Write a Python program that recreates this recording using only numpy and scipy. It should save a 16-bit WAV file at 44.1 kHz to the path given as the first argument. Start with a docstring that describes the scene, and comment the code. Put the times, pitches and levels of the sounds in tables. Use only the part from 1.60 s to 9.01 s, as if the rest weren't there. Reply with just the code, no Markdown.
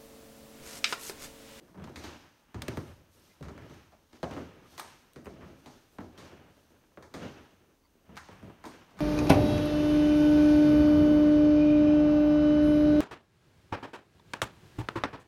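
"""Over a faint hum and microphone hiss, weight rolls onto wood and clothes rustle as the legs swing.
Shoes climb hollow wooden stairs and walk on over a board floor in a panelled room. Each heel, toe and
settling joint excites wood and sole: a thud, knock, clack, crack and fizz in its own mix, then the room
rings on. Joints squeak faintly near 1.7, 2.3, 3.0 and 6.2 s; the steps go on to the end at 7.4 s."""
import sys
import numpy as np
from scipy import signal
from scipy.fft import rfft, irfft, next_fast_len
from scipy.io import wavfile
from scipy.ndimage import map_coordinates

SR = 44100
rng = np.random.default_rng(int(sys.argv[2]) if len(sys.argv) > 2 else 0)


def file_out(sig):
    """Save sig as 16-bit WAV at sys.argv[1]."""
    # one column per channel
    cols = np.atleast_2d(sig).T
    # limit, then scale
    lim = np.clip(cols, -1, 1)
    pcm = np.round(lim * 32767).astype(np.int16)
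    wavfile.write(sys.argv[1], SR, pcm)


N = 326604


def amp(db):
    """Gain of a level in dB."""
    return 10 ** (np.asarray(db) / 20)


def unit_rms(x):
    """x at rms 1."""
    return x / np.sqrt(np.mean(x ** 2) + 1e-20)


def curve_at(points, hz):
    """(Hz, value) points interpolated on a log frequency axis."""
    points_hz, values = np.transpose(points)
    return np.interp(np.log(hz + 1), np.log(points_hz + 1), values)


def wobble(rate_hz):
    """Smooth random curve, rate_hz knots a second."""
    knots = rng.standard_normal(int(N * rate_hz / SR) + 4)
    return map_coordinates(knots, [np.arange(N) * rate_hz / SR])


def filtered(x, response):
    """x through a complex frequency response."""
    size = next_fast_len(N + SR // 2)
    return irfft(rfft(x, size) * response(np.fft.rfftfreq(size, 1 / SR)), size)[..., :N]


def resonances(modes, hz):
    """Causal response of a set of modes, unit power gain."""
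    response = sum((-1) ** k * amp(db) * 1j * hz * width_hz / (mode_hz ** 2 - hz ** 2 + 1j * hz * width_hz)
                   for k, (mode_hz, width_hz, db) in enumerate(modes))
    # a yielding contact drives little far above the highest mode
    response = response / (1 + 1j * hz / (1.76 * modes[-1][0]))
    return response / np.sqrt(np.mean(np.abs(response) ** 2))


def grainy_noise(modes, grain_db):
    """Noise through modes, its level roughened by grain_db; rms 1."""
    noise = filtered(rng.standard_normal(N), lambda hz: resonances(modes, hz))
    return unit_rms(amp(grain_db) * noise)


def swells(peak_s, peak_db, rise_s, fall_s, rest_db):
    """Gain of overlapping swells, linear in dB, over a resting level."""
    hop = 32
    since_peak_s = np.arange(0, N, hop) / SR - peak_s[:, None]
    span_s = np.where(since_peak_s < 0, -rise_s[:, None], fall_s[:, None])
    level_db = peak_db[:, None] - 20 * since_peak_s / span_s
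    power = amp(rest_db) ** 2 + np.sum(amp(level_db) ** 2, axis=0)
    return np.repeat(np.sqrt(power), hop)[:N]


# Background spectrum. Each row: frequency in Hz, relative density in dB.
BED_SPECTRUM = [(15, -35), (28, 21.5), (72, 8), (174, -10), (291, -8), (460, -18), (1150, -15), (1600, -21),
                (4500, -27.5), (5500, -25), (6250, -12), (7000, -21), (10500, -39), (14100, -21),
                (15800, -18)]


def hum_and_hiss(level_db=-69):
    """Steady noise: low hum of still air, microphone hiss."""
    noise = filtered(rng.standard_normal(N), lambda hz: amp(curve_at(BED_SPECTRUM, hz)))
    return amp(level_db) * unit_rms(noise)


# Modes of tread, board and sole. Each row: frequency in Hz, width in Hz, relative gain in dB.
TREAD_MODES = [(43.8, 15, -2.5), (55.8, 65, -6.5), (76, 26.7, 4.5), (110.4, 21, 0.5), (137, 31.4, 0),
               (194.4, 30.5, 0)]
BOARD_MODES = [(240.4, 44.5, 0.5), (331, 79, -0.5), (412.4, 83.5, -1.5), (572, 175, -3.5), (680, 160, -6)]
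SOLE_MODES = [(763, 170, 4), (1010, 265, 5.5), (1272, 240, 6), (1662, 440, 3), (2255, 530, 1.5),
              (2953, 750, -1)]
# Weight shifts. Each row: peak in seconds, rumble and scuff in dB, 20 dB rise and fall in seconds.
WEIGHT_ROLLS = [(0, -57.5, -70, .1, .3), (.23, -50, -58.5, .07, .3), (.39, -49.5, -68, .13, .12),
                (.45, -66, -49, .09, .28), (.56, -55, -63, .4, .2), (1.03, -46, -60, .04, .14),
                (1.11, -62, -52.5, .25, .14), (1.3, -55, -61, .5, .25), (1.62, -63, -73, .3, .3),
                (1.99, -47, -60, .15, .22), (2.14, -65, -60, .8, .33), (2.56, -70, -66, .1, .2),
                (2.72, -43, -50.5, .06, .18), (2.82, -52, -58, .2, .65), (3.28, -62, -56, .25, .26),
                (3.77, -48.5, -63, .09, .4), (3.9, -58, -64, .5, .8), (4.2, -66, -67, .6, .2),
                (4.63, -50, -55.5, .15, .45), (4.77, -56, -66, .3, .15), (5.15, -64, -72, .5, .5),
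                (5.63, -44, -49.5, .1, .3), (5.82, -60, -62, .3, .3), (6.53, -56, -67, .15, .5),
                (6.68, -68, -59, .25, .6), (6.86, -49, -62, .08, .15), (7.15, -58, -58, .3, .45),
                (7.35, -59, -70, .15, .2)]


def rolling_weight():
    """Weight rolls over a board: lumpy rumble in the wood, finer scuff in the sole."""
    peak_s, rumble_db, scuff_db, rise_s, fall_s = np.transpose(WEIGHT_ROLLS)
    lumps = wobble(30)
    rumble = grainy_noise(TREAD_MODES + BOARD_MODES, 2 * lumps)
    scuff = grainy_noise(SOLE_MODES, lumps + 0.8 * wobble(90))
    return (rumble * swells(peak_s, rumble_db, rise_s, fall_s, rest_db=-71)
            + scuff * swells(peak_s, scuff_db, rise_s, fall_s, rest_db=-78))


# Cloth friction bands. Each row: frequency in Hz, width in Hz, relative gain in dB.
RUSTLE_BANDS = [(3630, 1670, 0), (6290, 1340, 0)]
SWISH_BANDS = [(8330, 4600, 0), (13440, 2600, 0)]
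# Leg swings. Each row: peak in seconds, rustle and swish in dB, 20 dB rise and fall in seconds.
LEG_SWINGS = [(.05, -76, -77, .3, .3), (.3, -71, -76, .2, .2), (.39, -62, -67, .05, .4),
              (.45, -56, -75, .12, .29), (1.12, -59, -74, .1, .28), (1.16, -68, -71, .1, .3),
              (1.29, -70, -71, .3, .15), (1.54, -73, -71, .08, .5), (1.67, -68, -74, .25, .25),
              (2.13, -66.5, -75, .3, .35), (2.56, -69, -78, .15, .2), (2.7, -63, -76, .1, .4),
              (2.78, -64, -73, .2, .18), (3.12, -64.5, -68, .13, .5), (3.27, -62, -72, .2, .3),
              (3.71, -68, -84, .12, .2), (3.88, -69, -79, .12, .2), (4.0, -74, -76, .15, .4),
              (4.12, -66, -75, .15, .35), (4.34, -78, -74, .15, .3), (4.41, -67, -82, .04, .2),
              (4.65, -63, -74, .13, .22), (4.96, -75, -78, .15, .8), (5.63, -58, -73, .08, .29),
              (5.85, -80, -81, .4, .3), (6.64, -64, -84, .12, .25), (6.85, -76, -78, .2, .2),
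              (7.11, -64, -76, .12, .3)]


def clothes():
    """Cloth rubs as a leg swings: a rustle and a brighter swish with the same grain."""
    peak_s, rustle_db, swish_db, rise_s, fall_s = np.transpose(LEG_SWINGS)
    grain = wobble(150)
    rustle = grainy_noise(RUSTLE_BANDS, 0.75 * grain)
    swish = grainy_noise(SWISH_BANDS, 0.71 * grain)
    return (rustle * swells(peak_s, rustle_db, rise_s, fall_s, rest_db=-81)
            + swish * swells(peak_s, swish_db, rise_s, fall_s, rest_db=-81.5))


def struck_modes(modes, pitch_hz, db_per_octave):
    """Where the foot lands decides which modes speak: those far from the pitch are weaker."""
    return [(hz, width_hz, db - db_per_octave * abs(np.log2(hz / pitch_hz))) for hz, width_hz, db in modes]


# Treble modes of a contact. Each row: frequency in Hz, width in Hz, relative gain in dB.
CRACK_MODES = [(3330, 2200, 1), (4770, 2200, 1), (6450, 1700, -3.5)]
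FIZZ_MODES = [(8300, 790, 1), (13500, 3700, -4.8)]
# Heel, toe and joint contacts. Each row: start in seconds, clack, thud, knock, crack and fizz in dB,
# thud, knock and clack pitch in Hz, base decay time in seconds, relative ring-on of wood and room in dB.
STEP_CONTACTS = [(0.081, -59.5, -59, -67, -67, -70, 121, 396, 1140, 0.0067, 5.5),
                 (0.144, -55.5, -54, -52.5, -77, -78, 186, 342, 904, 0.013, 6),
                 (0.176, -51, -39.5, -50, -69, -79, 170, 221, 1070, 0.014, 0),
                 (0.197, -51, -48, -46, -76, -75, 70.0, 579, 1380, 0.0079, 1),
                 (0.221, -50, -38, -60, -65, -71, 199, 221, 991, 0.0056, -2.5),
                 (0.241, -45, -43, -42, -47.5, -84, 218, 223, 1230, 0.0094, -4),
                 (0.274, -45.5, -54, -46, -70, -79, 194, 293, 832, 0.013, -0.5),
                 (0.296, -51, -57, -38.5, -72, -73, 218, 229, 816, 0.0079, -6),
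                 (0.359, -42.5, -42, -47, -41.5, -61, 91.5, 266, 2300, 0.01, 3),
                 (0.439, -48, -47, -40, -43.5, -61, 75.4, 257, 845, 0.012, 3),
                 (0.944, -40, -31, -36.5, -48.5, -69, 110, 320, 880, 0.0079, 0.5),
                 (1.02, -35.5, -38, -38, -32, -41.5, 113, 221, 1660, 0.0065, -10.5),
                 (1.082, -33, -27.5, -27.5, -35.5, -43.5, 116, 377, 2180, 0.0086, -10),
                 (1.116, -46, -40, -39, -67, -70, 186, 283, 880, 0.0059, 4),
                 (1.172, -34, -26.5, -28.5, -44.5, -50, 103, 360, 1180, 0.0082, -4),
                 (1.809, -55, -32.5, -37, -58, -67, 124, 221, 1130, 0.0053, -2.5),
                 (1.827, -45.5, -56, -49, -49, -71, 67.3, 253, 1180, 0.0091, 1.5),
                 (1.852, -51, -40, -46, -62, -79, 102, 328, 1730, 0.0084, 4.5),
                 (1.884, -47, -67, -44.5, -54, -81, 143, 417, 1120, 0.014, -0.5),
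                 (1.902, -54, -50, -42.5, -76, -85, 210, 221, 1390, 0.0062, 1),
                 (1.978, -45, -44, -60, -56, -85, 110, 388, 1520, 0.0076, 0),
                 (2.022, -50, -49, -50, -72, -78, 110, 401, 1710, 0.0069, 0),
                 (2.097, -54, -46, -45.5, -57, -83, 127, 331, 1010, 0.0074, 3.5),
                 (2.14, -63, -53, -60, -59, -72, 82, 240, 1130, 0.0064, 3),
                 (2.321, -59, -61, -63.5, -66, -78, 186, 710, 1060, 0.0074, 6),
                 (2.53, -54.5, -61, -49, -54.5, -81, 91.5, 340, 816, 0.0076, 2),
                 (2.63, -31, -31, -27.5, -41, -80, 164, 611, 790, 0.011, -2.5),
                 (2.642, -31, -39, -41, -68, -80, 218, 245, 842, 0.005, -4),
                 (2.71, -39.5, -48, -33, -49, -59, 140, 270, 926, 0.0062, -1.5),
                 (2.735, -50, -42, -40, -51.5, -77, 218, 238, 851, 0.0075, 2.5),
                 (2.765, -41.5, -42.5, -36.5, -66, -75, 146, 346, 1050, 0.016, 4),
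                 (3.179, -40.5, -61, -47.5, -39.5, -51, 167, 724, 1110, 0.0067, 5),
                 (3.196, -32, -66, -47, -38, -39.5, 218, 799, 970, 0.01, -5),
                 (3.534, -72, -68, -64, -55, -54, 70.0, 310, 960, 0.0033, -3),
                 (3.56, -48.5, -44, -40.5, -53, -76, 147, 267, 1490, 0.0094, 2),
                 (3.646, -54, -72, -64, -62, -58, 210, 221, 926, 0.0066, 1),
                 (3.657, -45.5, -46, -44, -54.5, -60, 218, 366, 2180, 0.0066, -1),
                 (3.667, -42, -39, -38, -66, -70, 153, 535, 1010, 0.0088, -3),
                 (3.81, -51.5, -50, -63, -69, -81, 113, 377, 1380, 0.0065, 11),
                 (4.06, -47, -51.5, -45.5, -49, -81, 127, 226, 853, 0.007, 5),
                 (4.385, -37.5, -35, -35, -66, -92, 162, 221, 830, 0.0086, -3.5),
                 (4.406, -45, -41, -38.5, -81, -83, 218, 226, 990, 0.0066, 1),
                 (4.443, -50.5, -61, -43, -74, -83, 159, 256, 832, 0.0075, 0.5),
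                 (4.577, -51, -55, -52, -48.5, -69, 124, 221, 1300, 0.0051, 10),
                 (5.103, -67, -58, -57.5, -72, -82, 161, 266, 1100, 0.0067, 0.5),
                 (5.238, -62, -70, -66, -75, -85, 160, 400, 1200, .006, -3),
                 (5.318, -63, -70, -66, -75, -85, 160, 400, 1200, .006, -3),
                 (5.373, -44.5, -46, -41.5, -75, -79, 178, 570, 1250, 0.01, -2.5),
                 (5.425, -48.5, -57, -53, -53.5, -69, 56.5, 458, 1090, 0.01, 4),
                 (5.54, -40, -41.5, -37, -42, -62, 159, 398, 1360, 0.0074, 5),
                 (5.652, -45, -38, -36.5, -62, -87, 171, 250, 802, 0.014, -4),
                 (6.351, -72, -88, -57.5, -83, -80, 116, 305, 915, 0.0081, -4),
                 (6.492, -54, -45, -53.5, -83, -79, 184, 231, 856, 0.014, -1),
                 (6.558, -58, -51.5, -61, -55, -66, 148, 221, 2310, 0.0092, -2),
                 (6.568, -37.5, -66, -54, -44, -62, 186, 506, 1190, 0.0048, -11),
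                 (6.574, -36.5, -52, -66, -42, -57, 72.7, 773, 1500, 0.0093, -0.5),
                 (6.687, -48, -45.5, -45.5, -63, -67, 167, 563, 958, 0.0079, -1.5),
                 (6.713, -53, -50, -66, -62, -69, 53.8, 277, 1110, 0.0077, 7),
                 (6.827, -53, -43.5, -44, -66, -75, 172, 292, 1160, 0.013, 0),
                 (6.898, -49, -74, -57, -80, -79, 88.8, 273, 929, 0.014, -7),
                 (7.04, -39.5, -48, -44.5, -52, -63, 172, 443, 974, 0.0087, 2.5),
                 (7.054, -43.5, -53, -42, -45.5, -56, 186, 305, 1030, 0.0072, 5),
                 (7.307, -59, -73, -61, -63.5, -80, 99.6, 256, 861, 0.011, 4),
                 (7.371, -55, -45, -63, -60, -72, 171, 221, 1170, 0.0082, 8.5),
                 (7.39, -42, -67, -50, -49, -62, 105, 396, 1270, 0.015, 0)]


def footsteps():
    """Each contact drives five sets of modes with a blow and a dying, gritty force; the room answers."""
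    wet_n, direct_n = 2 ** 15, 2 ** 13
    t, hz = np.arange(direct_n) / SR, np.fft.rfftfreq(wet_n, 1 / SR)
    # part order: thud, knock, clack, crack, fizz
    decay_scale = np.vstack([1.3, 1.1, .7, .55, .45])  # heavy parts are pushed for longer
    blow = np.vstack([1.8, 1.5, 1.0, .8, .5])
    send_db = np.vstack([.1, .1, -.6, -1.5, -2.5])  # the room takes up less of the bright parts
    out = np.zeros(N + wet_n)
    for row, tail in zip(STEP_CONTACTS, room_tails(len(STEP_CONTACTS))):
        start_s, clack_db, thud_db, knock_db, crack_db, fizz_db = row[:6]
        thud_hz, knock_hz, clack_hz, base_decay_s, ring_db = row[6:]
        parts = (struck_modes(TREAD_MODES, thud_hz, db_per_octave=8),
                 struck_modes(BOARD_MODES, knock_hz, db_per_octave=4.5),
                 struck_modes(SOLE_MODES, clack_hz, db_per_octave=7), CRACK_MODES, FIZZ_MODES)
        response = np.array([resonances(modes, hz) for modes in parts])
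        direct_response = response[:, ::wet_n // direct_n]
        decay_s = base_decay_s * decay_scale
        envelope = np.exp(-t / decay_s) * (1 - np.exp(-t / (0.2 * decay_s)))
        envelope_norm = np.linalg.norm(envelope, axis=1, keepdims=True)
        grit = rng.standard_normal(envelope.shape) * amp(4.6 * rng.standard_normal(direct_n))
        force = envelope * unit_rms(grit)
        force[:, :1] += envelope_norm * blow
        strength = amp(np.vstack([thud_db, knock_db, clack_db, crack_db, fizz_db])) * envelope_norm
        direct = irfft(rfft(force) * direct_response, direct_n)
        direct *= strength / np.linalg.norm(direct, axis=1, keepdims=True)
        room_send = (strength * amp(send_db) * response).sum(axis=0)
        wet = irfft(rfft(tail, wet_n) * room_send, wet_n)
        # the sole's edge lands with a dry tick in the crack modes
        tick = irfft(rfft(grit[3] * np.exp(-t / 0.001)) * direct_response[3], direct_n)
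        start = round(start_s * SR)
        out[start:start + direct_n] += amp(clack_db - 16.5) * tick + direct.sum(axis=0)
        out[start:start + wet_n] += amp(ring_db) * wet
    return out[:N]


# Room decay. Each row: frequency in Hz, time to fall 60 dB in seconds.
ROOM_T60 = [(60, 0.86), (160, 0.32), (420, 0.4), (1100, 0.31), (2900, 0.23), (7700, 0.5), (15000, 0.18)]


def room_tails(count, onset_s=0.0045):
    """Noise tails of energy 1: the walls answer within milliseconds, each band dies at its own rate."""
    hz, frame_s, spectra = signal.stft(rng.standard_normal((count, SR * 3 // 4)), SR, nperseg=256)
    decay_db = -60 * frame_s / curve_at(ROOM_T60, hz)[:, None]
    _, tails = signal.istft(spectra * amp(decay_db), SR, nperseg=256)
    t = np.arange(tails.shape[1]) / SR
    tails *= 1 - np.exp(-(t / onset_s) ** 2)
    return tails / np.linalg.norm(tails, axis=1, keepdims=True)


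# Joint squeaks. Each row: start in seconds, nominal level in dB, pitch in Hz, length in seconds.
JOINT_SQUEAKS = [(1.706, -68, 2050, 0.024), (1.708, -70, 2420, .015), (2.328, -60, 700, 0.022),
                 (3.041, -57, 1200, 0.021), (6.243, -67, 1050, .015), (6.245, -73, 2050, .015),
                 (6.245, -72, 4600, 0.021)]


def joint_squeaks():
    """Wood joints give brief, soft-edged tones that shake in pitch and strength."""
    roughness = .7 + .9 * wobble(300)
    jitter_s = 4e-5 * wobble(400)
    out = np.zeros(N)
    for start_s, level_db, pitch_hz, length_s in JOINT_SQUEAKS:
        span = np.arange(round((start_s - 2 * length_s) * SR), round((start_s + 3 * length_s) * SR))
        t = span / SR
        envelope = np.exp(-((t - start_s - length_s / 2) / (0.77 * length_s)) ** 2)
        out[span] += amp(level_db) * envelope * np.sin(2 * np.pi * pitch_hz * (t + jitter_s[span]))
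    return roughness * out


def scene():
    """Mono mix of the walker's sounds over the background."""
    return (footsteps() + joint_squeaks() + rolling_weight() + clothes() + hum_and_hiss())[None]


# Microphone treble response. Each row: frequency in Hz, gain in dB.
MIC_RESPONSE = [(5500, -0.15), (6300, -0.7), (7700, -1), (8700, 0.3), (9800, 0.2), (10450, -3.5),
                (11200, -0.1), (15000, 1.5)]


def record(dry):
    """The microphone loses the deepest bass, has dips in the treble and cuts off at its band limit."""
    low_cut_hz, band_limit_hz = 45, 15760

    def response(hz):
        high_pass = (1j * hz / (low_cut_hz + 1j * hz)) ** 2
        return high_pass * amp(curve_at(MIC_RESPONSE, hz)) * (hz < band_limit_hz)
    return filtered(dry, response)


dry = scene()
out = record(dry)
file_out(out)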